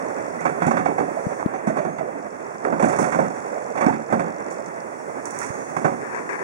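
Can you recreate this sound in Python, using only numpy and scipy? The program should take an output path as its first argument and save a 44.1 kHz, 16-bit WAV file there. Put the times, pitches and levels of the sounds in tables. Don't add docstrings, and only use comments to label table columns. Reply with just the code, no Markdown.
import sys
import numpy as np
from scipy import signal
from scipy.fft import rfft, irfft, next_fast_len
from scipy.io import wavfile

SR = 44100
rng = np.random.default_rng(int(sys.argv[2]) if len(sys.argv) > 2 else 0)


def dump_mix(stems):
    frames = np.atleast_2d(stems).T
    limited = np.clip(frames, -1, 1)
    pcm = np.round(limited * 32767).astype(np.int16)
    wavfile.write(sys.argv[1], SR, pcm)


N = 283563
T = np.arange(N) / SR


# (frequency [Hz], level [dB], decay time T60 [s])
HULL_MODES = [(138.9, -15, 0.7), (173.4, -1, 0.32), (214, -14, 0.5), (228.5, -1.5, 0.51),
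              (272.2, -6.5, 0.48), (306, -3, 0.4), (342, 1.5, 0.28), (628, 2, 0.27), (740, 7.5, 0.36),
              (780, -14, 0.11), (882, -2, 0.31), (1537, 4.5, 0.15), (2070, -21, 0.15)]
ARM_MODES = [(286.2, -10.5, 0.26), (393, -8, 0.45), (511.2, -8, 0.33), (548, -2.5, 0.34), (690, -6, 0.32),
             (755, 1, 0.22), (1085, 0, 0.11), (1272, -5, 0.05), (1804, -25, 0.076), (2250, -9, 0.22)]
# (frequency [Hz], spectral level [dB])
CLATTER_SPECTRUM = [(25, -58), (80, -79), (250, -8.5), (450, 1), (800, 3.5), (1100, 1), (1500, -2),
                    (2100, -5.5), (2700, -13), (5000, -32), (10000, -47), (16000, -72)]
BOOM_SPECTRUM = [(25, -50), (60, -1), (110, 1.5), (170, 16.5), (230, 14), (290, 17), (420, 0.5),
                 (1000, -64)]
CRACK_SPECTRUM = [(1000, -32), (3000, -18), (6000, 7), (8000, 2.5), (10000, 1), (16000, -1)]
# (time [s], clatter [dB], boom [dB], crack [dB], clatter tilt [dB/octave])
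JOINT_KNOCKS = [(0.411, -26, -30, -59, 7), (0.453, -13, -23.5, -43, 2.5), (0.493, -21.5, -27, -48, -11),
                (0.620, -13.5, -20.5, -43, 3.5), (0.648, -28, -25, -50, 6), (0.666, -18.5, -17, -36, 11),
                (0.711, -15, -38, -45, 0), (0.734, -18, -21, -58, -4), (0.751, -23, -26.5, -60, -23),
                (0.769, -14.5, -24, -43.5, 3.5), (0.792, -36, -24.5, -56, 8), (0.858, -17, -35, -47, 2.5),
                (0.883, -19, -24, -60, -9), (0.982, -15.5, -28, -45, -1), (1.007, -19, -25.5, -54, -7),
                (1.085, -32, -36, -60, -6), (1.537, -23.5, -33.5, -57, -1), (1.671, -20.5, -18.5, -41, 0.5),
                (1.769, -16.5, -28, -44.5, -3), (1.848, -23, -24, -66, -5), (1.987, -25, -29, -61, -6),
                (2.153, -27, -44, -64, -15), (2.651, -15.5, -41, -62, -3.5), (2.671, -21, -35, -62, -10),
                (2.701, -21.5, -26.5, -66, -8), (2.725, -17, -19, -60, -3), (2.797, -14, -42, -40.5, -1),
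                (2.825, -15.5, -15.5, -36.5, 1.5), (2.844, -16.5, -26, -49, -4.5),
                (2.897, -21.5, -37, -51, -1), (2.931, -16.5, -30, -46, 1.5),
                (2.987, -15.5, -20.5, -32, -5.5), (3.013, -28, -21, -38, 2), (3.038, -17.5, -30, -48, 3),
                (3.068, -32, -34, -49, -2), (3.123, -15, -27, -42.5, 4), (3.146, -15.5, -22.5, -46, -2.5),
                (3.189, -12.5, -20, -45, -2), (3.221, -30, -27, -58, -4), (3.263, -36, -34.5, -58, 1),
                (3.527, -29.5, -46, -68, -2), (3.572, -37, -54, -64, -10), (3.755, -23.5, -26.5, -50, 2.5),
                (3.774, -20, -35, -47, 5), (3.809, -15.5, -34, -40.5, 1.5), (3.864, -16.5, -15, -48, 1),
                (3.884, -25, -27, -46, -5), (3.901, -29, -27, -58, -3), (3.927, -20.5, -27.5, -56, 3),
                (4.125, -11, -16.5, -42.5, -2), (4.195, -17.5, -23, -43.5, 3), (4.237, -26.5, -31, -62, -3),
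                (4.509, -25, -46, -42, 0), (4.912, -32, -47, -66, -3.5), (5.765, -17.5, -26, -40, 2),
                (5.846, -9.5, -18, -41, -0.5), (5.907, -37, -34, -65, -9)]
def knocks():
    out, t = np.zeros((2, N)), np.arange(SR // 2) / SR
    give_s, boom_rise_s, ring = 0.003, 0.004, 0.69
    attack = 1 - np.exp(-(t / give_s) ** 2)
    swing_up = 1 - np.exp(-(t / boom_rise_s) ** 2)
    for s, clatter_db, boom_db, crack_db, tilt_db in JOINT_KNOCKS:
        stutter = amp(1.8 * np.interp(t * 350, np.arange(400), rng.standard_normal(400)))
        rattle = burst(t, tilted(CLATTER_SPECTRUM, tilt_db, 690), 1070, 0.74, direct=1.54, direct_s=0.013)
        clatter = amp(-3) * unit_hit(stutter * rattle) + amp(-6.5) * modal_ring(t, ARM_MODES, tilt_db)
        thud = burst(t, BOOM_SPECTRUM, 200, ring, direct=0.45, direct_s=0.0016)
        boom = amp(-4.5) * thud + amp(-2.85) * modal_ring(t, HULL_MODES)
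        crack = amp(3) * burst(t, CRACK_SPECTRUM, 7000, ring, direct=0.89, direct_s=0.005)
        joint = amp(clatter_db) * clatter + amp(crack_db) * crack
        add(out, s - .0025, joint * attack + amp(boom_db) * boom * swing_up)
    return out


# (time [s], frequency [Hz], level [dB], rise to the peak [cycles])
JOINT_JOLTS = [(0.6229, 835, -9, 0.52), (0.668, 232, -6, .8), (0.6893, 385, -10, 0.49),
               (0.7105, 1050, -7, 0.66), (0.772, 900, -3.5, 0.45), (0.8595, 780, -8, 1.8),
               (0.889, 430, -10, 0.51), (0.9835, 790, -11, 1.4), (1.0096, 375, -8, 0.51),
               (1.428, 910, -7, 0.43), (1.673, 216, -15, 1.4), (2.154, 660, -29, 1.7),
               (2.6505, 1580, -3, 0.45), (2.671, 550, -25, .37), (2.8265, 225, -11.5, 1.4),
               (2.8273, 520, -9, 0.39), (2.989, 1080, -2.5, 0.42), (3.1915, 670, -3, 0.88),
               (3.528, 553, -15.5, 2), (3.5715, 605, -21, 1.5), (3.8645, 258, -4, 0.88),
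               (3.8694, 516, -18, 0.41), (3.8843, 470, -8, 0.52), (4.1285, 786, -11, 0.98),
               (5.7655, 725, -17, 0.73), (5.849, 174, -17, 1.4), (5.85, 664, -6, 0.5)]
def jolts():
    out, t = np.zeros((2, N)), np.arange(SR // 12) / SR
    for s, hz, db, rise_cycles in JOINT_JOLTS:
        age = hz * t / rise_cycles
        swing = np.sin(2 * np.pi * hz * t) * age * np.exp(1 - age)
        add(out, s, np.outer([1, 0], amp(db) * swing))
    return out


# (frequency [Hz], spectral level [dB])
CRUNCH_SPECTRUM = [(200, -27), (700, 1), (1200, 1.5), (1800, 4), (2400, 1.5), (2900, -4), (5000, -24),
                   (12000, -52)]
# (time [s], duration [s], level [dB])
JOINT_CRUNCHES = [(0.604, .012, -32), (0.712, .011, -27), (0.767, .011, -34), (.789, .01, -38),
                  (0.853, .012, -29), (1, .008, -33), (1.541, .03, -34), (1.683, .024, -31),
                  (1.776, .02, -27), (1.845, .014, -35), (1.984, .012, -31), (2.666, .008, -40),
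                  (2.829, .008, -26), (2.988, .004, -34), (3.034, .018, -29), (3.129, .008, -37),
                  (3.775, .018, -35), (3.867, .012, -30), (3.933, .04, -33), (4.126, .006, -30)]
def crunches():
    out, t = np.zeros((2, N)), np.arange(SR // 6) / SR
    clicks_per_s = 280
    for s, length, db in JOINT_CRUNCHES:
        wait, size = rng.uniform(.5, 1.5, (2, 16))
        onsets = (np.cumsum(wait) - wait[0]) / clicks_per_s
        run = np.bincount((onsets * SR).astype(int), size * (onsets <= length))
        click = burst(t, CRUNCH_SPECTRUM, 1800, 0.84, direct=4.4, direct_s=0.0021)
        add(out, s, amp(db) * signal.fftconvolve(run[None] / np.linalg.norm(run), click, axes=1))
    return out


def slips(spots, per_s=130, jitter=.6, spread_db=2):
    wait, size, spot = rng.standard_normal((3000, 3)).T
    onsets = (np.cumsum(np.exp(jitter * wait)) / per_s * SR).astype(int)
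    clicks, inside = np.zeros((spots, N)), onsets < N
    strength = amp(spread_db * np.clip(size[inside], -2, 1.5))
    clicks[np.argsort(spot)[inside] % spots, onsets[inside]] = strength
    return clicks


# (time [s], duration [s], level [dB])
JOINT_SCRAPES = [(.61, 0.23, -40), (.97, 0.2, -33), (1.39, 0.01, -20.5), (1.535, 0.022, -35),
                 (1.68, 0.089, -30), (2.65, 0.15, -32), (2.83, 0.27, -26), (3.6, 0.14, -45),
                 (3.805, 0.05, -15.5), (4.085, 0.036, -25)]
def scrapes():
    t, chatter = np.arange(SR // 4) / SR, np.zeros((2, N))
    for clicks in slips(spots=4):
        response = burst(t, CLATTER_SPECTRUM, 900, 0.49, direct=1.3, direct_s=0.0044)
        response += amp(-7) * modal_ring(t, ARM_MODES) + amp(-8) * modal_ring(t, HULL_MODES)
        chatter += signal.oaconvolve(clicks[None], response, axes=1)[:, :N]
    return strokes(JOINT_SCRAPES, attack_s=0.022, release_s=0.021) * unit(chatter)


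# (frequency [Hz], spectral level [dB])
MURMUR_SPECTRUM = [(150, -40), (280, -31), (420, -7.5), (540, 5), (730, 0.5), (900, -16), (1500, -41)]
# (time [s], duration [s], level [dB])
FLOAT_PUSHES = [(-.1, 0.19, -28.5), (.85, 0.24, -30), (1.7, 0.28, -30.5), (2.75, 0.48, -33),
                (3.42, 0.33, -32.5), (4.25, 0.84, -40.5)]
def murmur():
    vibration = noise(MURMUR_SPECTRUM) * amp(4.5 * wander(35))
    return strokes(FLOAT_PUSHES, attack_s=0.22, release_s=0.24) * vibration


# (time [s], duration [s], start frequency [Hz], end frequency [Hz], level [dB])
JOINT_GROANS = [(0.377, 0.042, 1980, 1940, -32), (0.448, 0.021, 868, 740, -19.5),
                (0.667, 0.03, 690, 882, -18.5), (0.861, 0.016, 772, 715, -19.5),
                (0.904, 0.026, 810, 840, -27), (1.072, 0.03, 690, 705, -25), (1.16, 0.033, 613, 656, -23.5),
                (1.684, 0.05, 606, 684, -22.5), (1.765, 0.071, 598, 674, -21),
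                (1.847, 0.066, 647, 666, -27.5), (1.978, 0.065, 663, 648, -25),
                (2.822, 0.046, 595, 665, -25.5), (3.863, 0.051, 755, 902, -19)]
def groans(jitter=.04, flutter_db=3.5):
    out = np.zeros((2, N))
    for s, length, start_hz, end_hz, db in JOINT_GROANS:
        size = int(length * SR)
        hz = np.linspace(start_hz, end_hz, size) * (1 + jitter * wander(355)[:size])
        phase = 2 * np.pi * np.cumsum(hz) / SR
        grip = np.hanning(size) * amp(flutter_db * wander(209)[:size])
        note = np.sin(phase) + 0.07 * np.sin(2 * phase) + 0.055 * np.sin(3 * phase)
        add(out, s, np.outer([1, 0], amp(db) * unit(grip * note)))
    return out


def grains(per_s, spread_db):
    size = amp(spread_db * np.minimum(rng.exponential(1, N), 4)) * rng.choice([-1, 1], N)
    return size * (rng.random(N) < per_s / SR)


# (time [s], duration [s], level [dB])
FOOTSTEPS = [(2.82, 0.1, -38), (2.98, 0.054, -36), (3.04, 0.082, -62), (5.235, 0.14, -45.5),
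             (5.38, 0.1, -37)]
# (time [s], level [dB], tilt [dB/octave])
SNAPS = [(0.408, -21, 1), (0.444, -29, 3), (1.987, -37, -8), (2.651, -26.5, 6), (2.886, -23, -7),
         (2.964, -19.5, -4), (3.104, -27, -2), (3.8648, -22, -11), (4.532, -30, 3), (4.661, -26, -6),
         (5.256, -14.5, 0), (5.308, -15.5, 2), (5.354, -23, 6), (5.389, -7.5, 8), (5.466, -21, 0)]
def gravel():
    t = np.arange(SR // 16) / SR
    energy = signal.oaconvolve(grains(per_s=1000, spread_db=5.5) ** 2, np.exp(-t / 0.005))[:N]
    grit = np.sqrt(abs(energy)) * rng.standard_normal((2, N))
    tread = strokes(FOOTSTEPS, attack_s=0.049, release_s=0.035)
    trickle = amp(-13) * strokes(FOOTSTEPS, attack_s=0.049, release_s=0.71)
    grind = colour(grit, [(50, -7), (200, -10), (900, 0), (1900, 3), (4000, -22.5), (9000, -91)])
    out = (tread + trickle) * (colour(grit, CRACK_SPECTRUM) + amp(9.5) * grind)
    snap_decay = np.exp(-t / 0.00041) + 0.12 * np.exp(-t / 0.026)
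    for s, db, tilt_db in SNAPS:
        add(out, s, amp(db) * noise(tilted(CRACK_SPECTRUM, tilt_db, 7000), len(t)) * snap_decay)
    return out


# (frequency [Hz], spectral level [dB])
TICK_SPECTRUM = [(2500, -8), (4500, -6.5), (5500, -0.5), (7000, -9), (10000, -24)]
# (start [s], stop [s], tick level [dB], whine level [dB])
ZOOM_RUNS = [(.005, .37, -52.5, -64), (2.186, 2.55, -57, -67), (2.583, 4.3, -54, -62),
             (4.304, 4.69, -52.5, -65), (4.742, 4.77, -52, -68), (4.804, 4.81, -46.5, -68)]
def zoom_motor(steps_per_s=50, whine_hz=7205):
    out, t = np.zeros((2, N)), np.arange(SR // steps_per_s) / SR
    tick_decay = np.exp(-t / .0012) + .16 * np.exp(-t / .006)
    for start, stop, tick_db, whine_db in ZOOM_RUNS:
        for step, s in enumerate(np.arange(start, stop, 1 / steps_per_s)):
            size, detune = rng.uniform(-0.32, 1, 2)
            tick = colour(rng.standard_normal((2, len(t))) * tick_decay, TICK_SPECTRUM)
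            add(out, s, amp(tick_db + 3.7 * size) * tick)
            if step % 2 == 0:
                tone = np.sin(2 * np.pi * whine_hz * (1 + 0.005 * detune) * t)
                whine = unit(tone * signal.windows.tukey(len(t), .4))
                add(out, s, amp(whine_db + 6.3 * size) * np.outer([1, .6], whine))
    return out


# (time [s], frequency [Hz], left gain [dB], right gain [dB], snap level [dB])
MICROPHONE_POPS = [(1.267, 177, 7.5, -16, -62), (1.461, 231, 13, -5, -22.5), (5.502, 129, -26, -3, -57)]
def pops():
    out, t = np.zeros((2, N)), np.arange(SR // 25) / SR
    for s, hz, left_db, right_db, snap_db in MICROPHONE_POPS:
        cycles = hz * t
        envelope = (cycles / 0.38) ** 2 * np.exp(2 - cycles / 0.23) / 4
        swing = -amp(-7) * np.sin(2 * np.pi * cycles) * envelope
        add(out, s - .0006, np.outer(amp([left_db, right_db]), swing))
        add(out, s + 0.00154, -np.outer([1, .3], amp(snap_db) * np.exp(-t / 0.00018)))
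    return out


# (frequency [Hz], spectral level [dB])
RUB_SPECTRUM = [(100, -37), (400, 14), (650, -21), (950, 6), (1300, 0), (1750, 11), (2300, -0.5),
                (3200, -26), (6000, -20.5), (10000, -31), (16000, -41)]
# (time [s], duration [s], relative level [dB])
FINGER_RUBS = [(6.01, 0.13, -36), (6.125, 0.017, -40), (6.146, 0.035, -32.5), (6.29, 0.008, -25),
               (6.32, 0.0061, -30.5), (6.39, .04, -36.5)]
def handling():
    friction = colour(rng.standard_normal((2, N)) * amp(2.1 * wander(250)), RUB_SPECTRUM)
    rubbing = amp(-4) * friction * strokes(FINGER_RUBS, attack_s=0.0026, release_s=0.044)
    left_db = [(400, 2.3), (1000, 11.8), (1800, 9.1), (3000, 16.7), (7000, 9)]
    return ports(rubbing, left_db, coherence=[(300, 0.74), (2000, 0.96), (5000, .3)])


# (time [s], duration [s], centre frequency [Hz], bandwidth [Hz], level [dB])
FAR_WHISTLES = [(1.173, 0.3, 6050, 695, -58), (1.517, 0.1, 6250, 800, -57.5), (1.742, 0.3, 6500, 170, -58),
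                (4.97, .07, 5630, 400, -59), (5.25, 0.27, 5830, 500, -52), (5.377, 0.39, 6600, 170, -52.5),
                (5.495, 0.34, 6040, 600, -59)]
def whistles():
    out = np.zeros((2, N))
    for s, length, hz, width_hz, db in FAR_WHISTLES:
        tone = narrow_band(hz, width_hz, SR)[:, :int(length * SR)]
        add(out, s, amp(db) * unit(tone * signal.windows.tukey(tone.shape[1], .6)))
    return out


# (time [s], duration [s], level [dB])
WHINE_SPELLS = [(.42, .34, -57), (.8, 0.41, -59), (4.78, 0.35, -57), (6.02, .38, -56)]
def high_whine():
    tone = narrow_band(hz=10650, width_hz=120, size=next_fast_len(N))[:, :N]
    return unit(tone * amp(1.5 * wander(9.6))) * strokes(WHINE_SPELLS, attack_s=.05, release_s=.03)


# (frequency [Hz], spectral level [dB])
RUSH_SPECTRUM = [(20, -21), (45, -21), (85, -20), (130, -13), (230, -5.5), (330, -4), (450, -0.5),
                 (720, -2), (1050, -6.5), (1400, -10.5), (2000, -11.5), (2700, -22.5), (5000, -44.5),
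                 (16000, -35)]
HISS_SPECTRUM = [(1000, -12), (3500, -4.5), (5500, 5.5), (7500, 2.5), (10000, 0), (16000, 2)]
# (time [s], relative level [dB])
RUSH_LEVELS = [(0, -29), (.45, -31), (1.4, -31), (2.3, -34), (3.6, -32), (4.05, -33), (4.4, -32.5),
               (4.9, -33.5), (5.4, -32.5), (6.43, -32)]
HISS_LEVELS = [(0, -55), (.7, -55.5), (1.08, -56), (1.2, -53.5), (1.42, -54.5), (1.46, -60.5), (2.2, -60.5),
               (3.2, -55.5), (4.3, -60.5), (5.05, -56), (5.6, -53), (6.1, -55)]
# (frequency [Hz], level difference [dB])
YARD_LEFT_DB = [(50, -5), (200, -4.5), (480, -9), (800, -8.5), (1050, -3), (1280, -5.5), (1700, -3),
                (3000, 1.5), (8000, -15)]
# (frequency [Hz], coherence [0-1])
YARD_COHERENCE = [(40, 0.27), (150, 0.87), (650, 1), (1050, 0.51), (2400, 0.48), (5000, 1)]
def background():
    rush = noise(RUSH_SPECTRUM) * amp(1.4 * wander(45)) * level(RUSH_LEVELS) * amp(4.5)
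    hiss = noise(HISS_SPECTRUM) * level(HISS_LEVELS) * amp(8.5)
    return ports(rush, YARD_LEFT_DB, YARD_COHERENCE) + hiss


def modal_ring(t, modes, tilt_db=0):
    hz, db, t60 = np.transpose(modes)[:, :, None]
    strain = 1 + 0.012 * rng.standard_normal(hz.shape)
    db = db + tilt_db * np.log2(hz / 900) + 2.5 * rng.standard_normal(hz.shape)
    phase = 2 * np.pi * (hz * strain * t + rng.random(hz.shape))
    return unit_hit((amp(db - 60 * t / t60) * np.sin(phase)).sum(0))


# (frequency [Hz], base decay time T60 [s])
RING_TIMES = [(100, 0.51), (400, 0.7), (900, 0.58), (2000, 0.33), (8000, 0.41)]
def burst(t, spectrum, hz, ring, direct, direct_s):
    t60 = ring * read(RING_TIMES, hz)
    fade = amp(-60 * t / t60) + direct * np.exp(-t / direct_s)
    return unit_hit(noise(spectrum, len(t)) * fade)


# (frequency [Hz], phase difference [rad])
PORT_PHASES = [(30, -5), (100, -0.9), (300, -1.65), (600, -2), (1100, -3), (2000, -3.5), (8000, -5)]
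def ports(pair, left_db, coherence):
    size = next_fast_len(N)
    direct, scattered = rfft(pair, size)
    hz = np.fft.rfftfreq(size, 1 / SR)
    shared = np.clip(read(coherence, hz), 0, 1)
    blend = shared * direct + np.sqrt(1 - shared ** 2) * scattered
    left = blend * amp(read(left_db, hz)) * np.exp(1j * read(PORT_PHASES, hz))
    return irfft(np.array([left, direct]), size)[:, :N]


def amp(db):
    return 10 ** (np.asarray(db) / 20)


def unit(x):
    return x / np.sqrt(np.mean(x ** 2) + 1e-20)


def unit_hit(x):
    return x / np.sqrt(np.mean(x[..., :SR // 25] ** 2, axis=-1, keepdims=True) + 1e-20)


def read(points, hz):
    f, value = np.transpose(points)
    return np.interp(np.log(hz + 1), np.log(f), value)


def level(curve):
    return amp(np.interp(T, *np.transpose(curve)))


def strokes(rows, attack_s, release_s):
    return sum(amp(db) * np.clip((T - s) / attack_s, 0, 1)
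               * np.exp(-np.clip((T - s - length) / release_s, 0, 20)) for s, length, db in rows)


def wander(per_s):
    knots = rng.standard_normal(8000)
    return unit(np.interp(T * per_s, np.arange(8000), knots))


def tilted(spectrum, tilt_db, pivot_hz):
    return [(hz, db + tilt_db * np.clip(np.log2(hz / pivot_hz), -1.5, 1.5)) for hz, db in spectrum]


def colour(x, spectrum):
    size = next_fast_len(x.shape[-1])
    gain = amp(read(spectrum, np.fft.rfftfreq(size, 1 / SR)))
    return unit(irfft(rfft(x, size) * gain, size)[..., :x.shape[-1]])


def noise(spectrum, size=N):
    return colour(rng.standard_normal((2, size)), spectrum)


def narrow_band(hz, width_hz, size):
    band = np.exp(-((np.fft.rfftfreq(size, 1 / SR) - hz) / width_hz * 2) ** 2)
    return irfft(rfft(rng.standard_normal((2, size))) * band, size)


def add(mix, s, sound):
    part = mix[:, max(round(s * SR), 0):][:, :sound.shape[1]]
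    part += sound[:, :part.shape[1]]


# (frequency [Hz], level difference [dB])
BOAT_LEFT_DB = [(50, -1), (200, -5.5), (520, -9), (750, -12), (1050, -11), (1300, -12.5), (1800, -10),
                (3500, -14.5), (7000, -32), (15000, -25)]
# (frequency [Hz], coherence [0-1])
BOAT_COHERENCE = [(40, 0.5), (150, 0.89), (900, 0.87), (1600, 1), (2600, 0.78), (6000, 1)]
def scene():
    boat_and_man = knocks() + jolts() + crunches() + scrapes() + murmur() + groans() + gravel()
    placed = ports(boat_and_man, BOAT_LEFT_DB, BOAT_COHERENCE)
    return placed + background() + whistles() + high_whine() + zoom_motor() + handling()


# (frequency [Hz], width [Hz], depth [dB])
TREBLE_DIPS = [(3010, 162, 26), (3570, 1663, 11.5), (4024, 160, 25), (5045, 142, 15), (12150, 940, 26),
               (13440, 2500, 26.5)]
def record(dry):
    ceiling, bass_cut_hz, band_edge_hz = .9, 85, 15900
    size = next_fast_len(N)
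    hz = np.fft.rfftfreq(size, 1 / SR)
    rounded = dry / (1 + (dry / ceiling) ** 6) ** (1 / 6)
    cut_db = sum(depth * np.exp(-((hz - centre) / width) ** 2) for centre, width, depth in TREBLE_DIPS)
    spectrum = rfft(rounded, size) * amp(-cut_db) + rfft(pops(), size)
    high_passed = irfft(spectrum * hz ** 2 / np.hypot(hz ** 2, bass_cut_hz ** 2), size)[:, :N]
    low_pass = signal.firwin(511, band_edge_hz, window=("kaiser", 9), fs=SR)
    return signal.oaconvolve(high_passed, low_pass[None], "same")


dry = scene()
out = record(dry)
dump_mix(out)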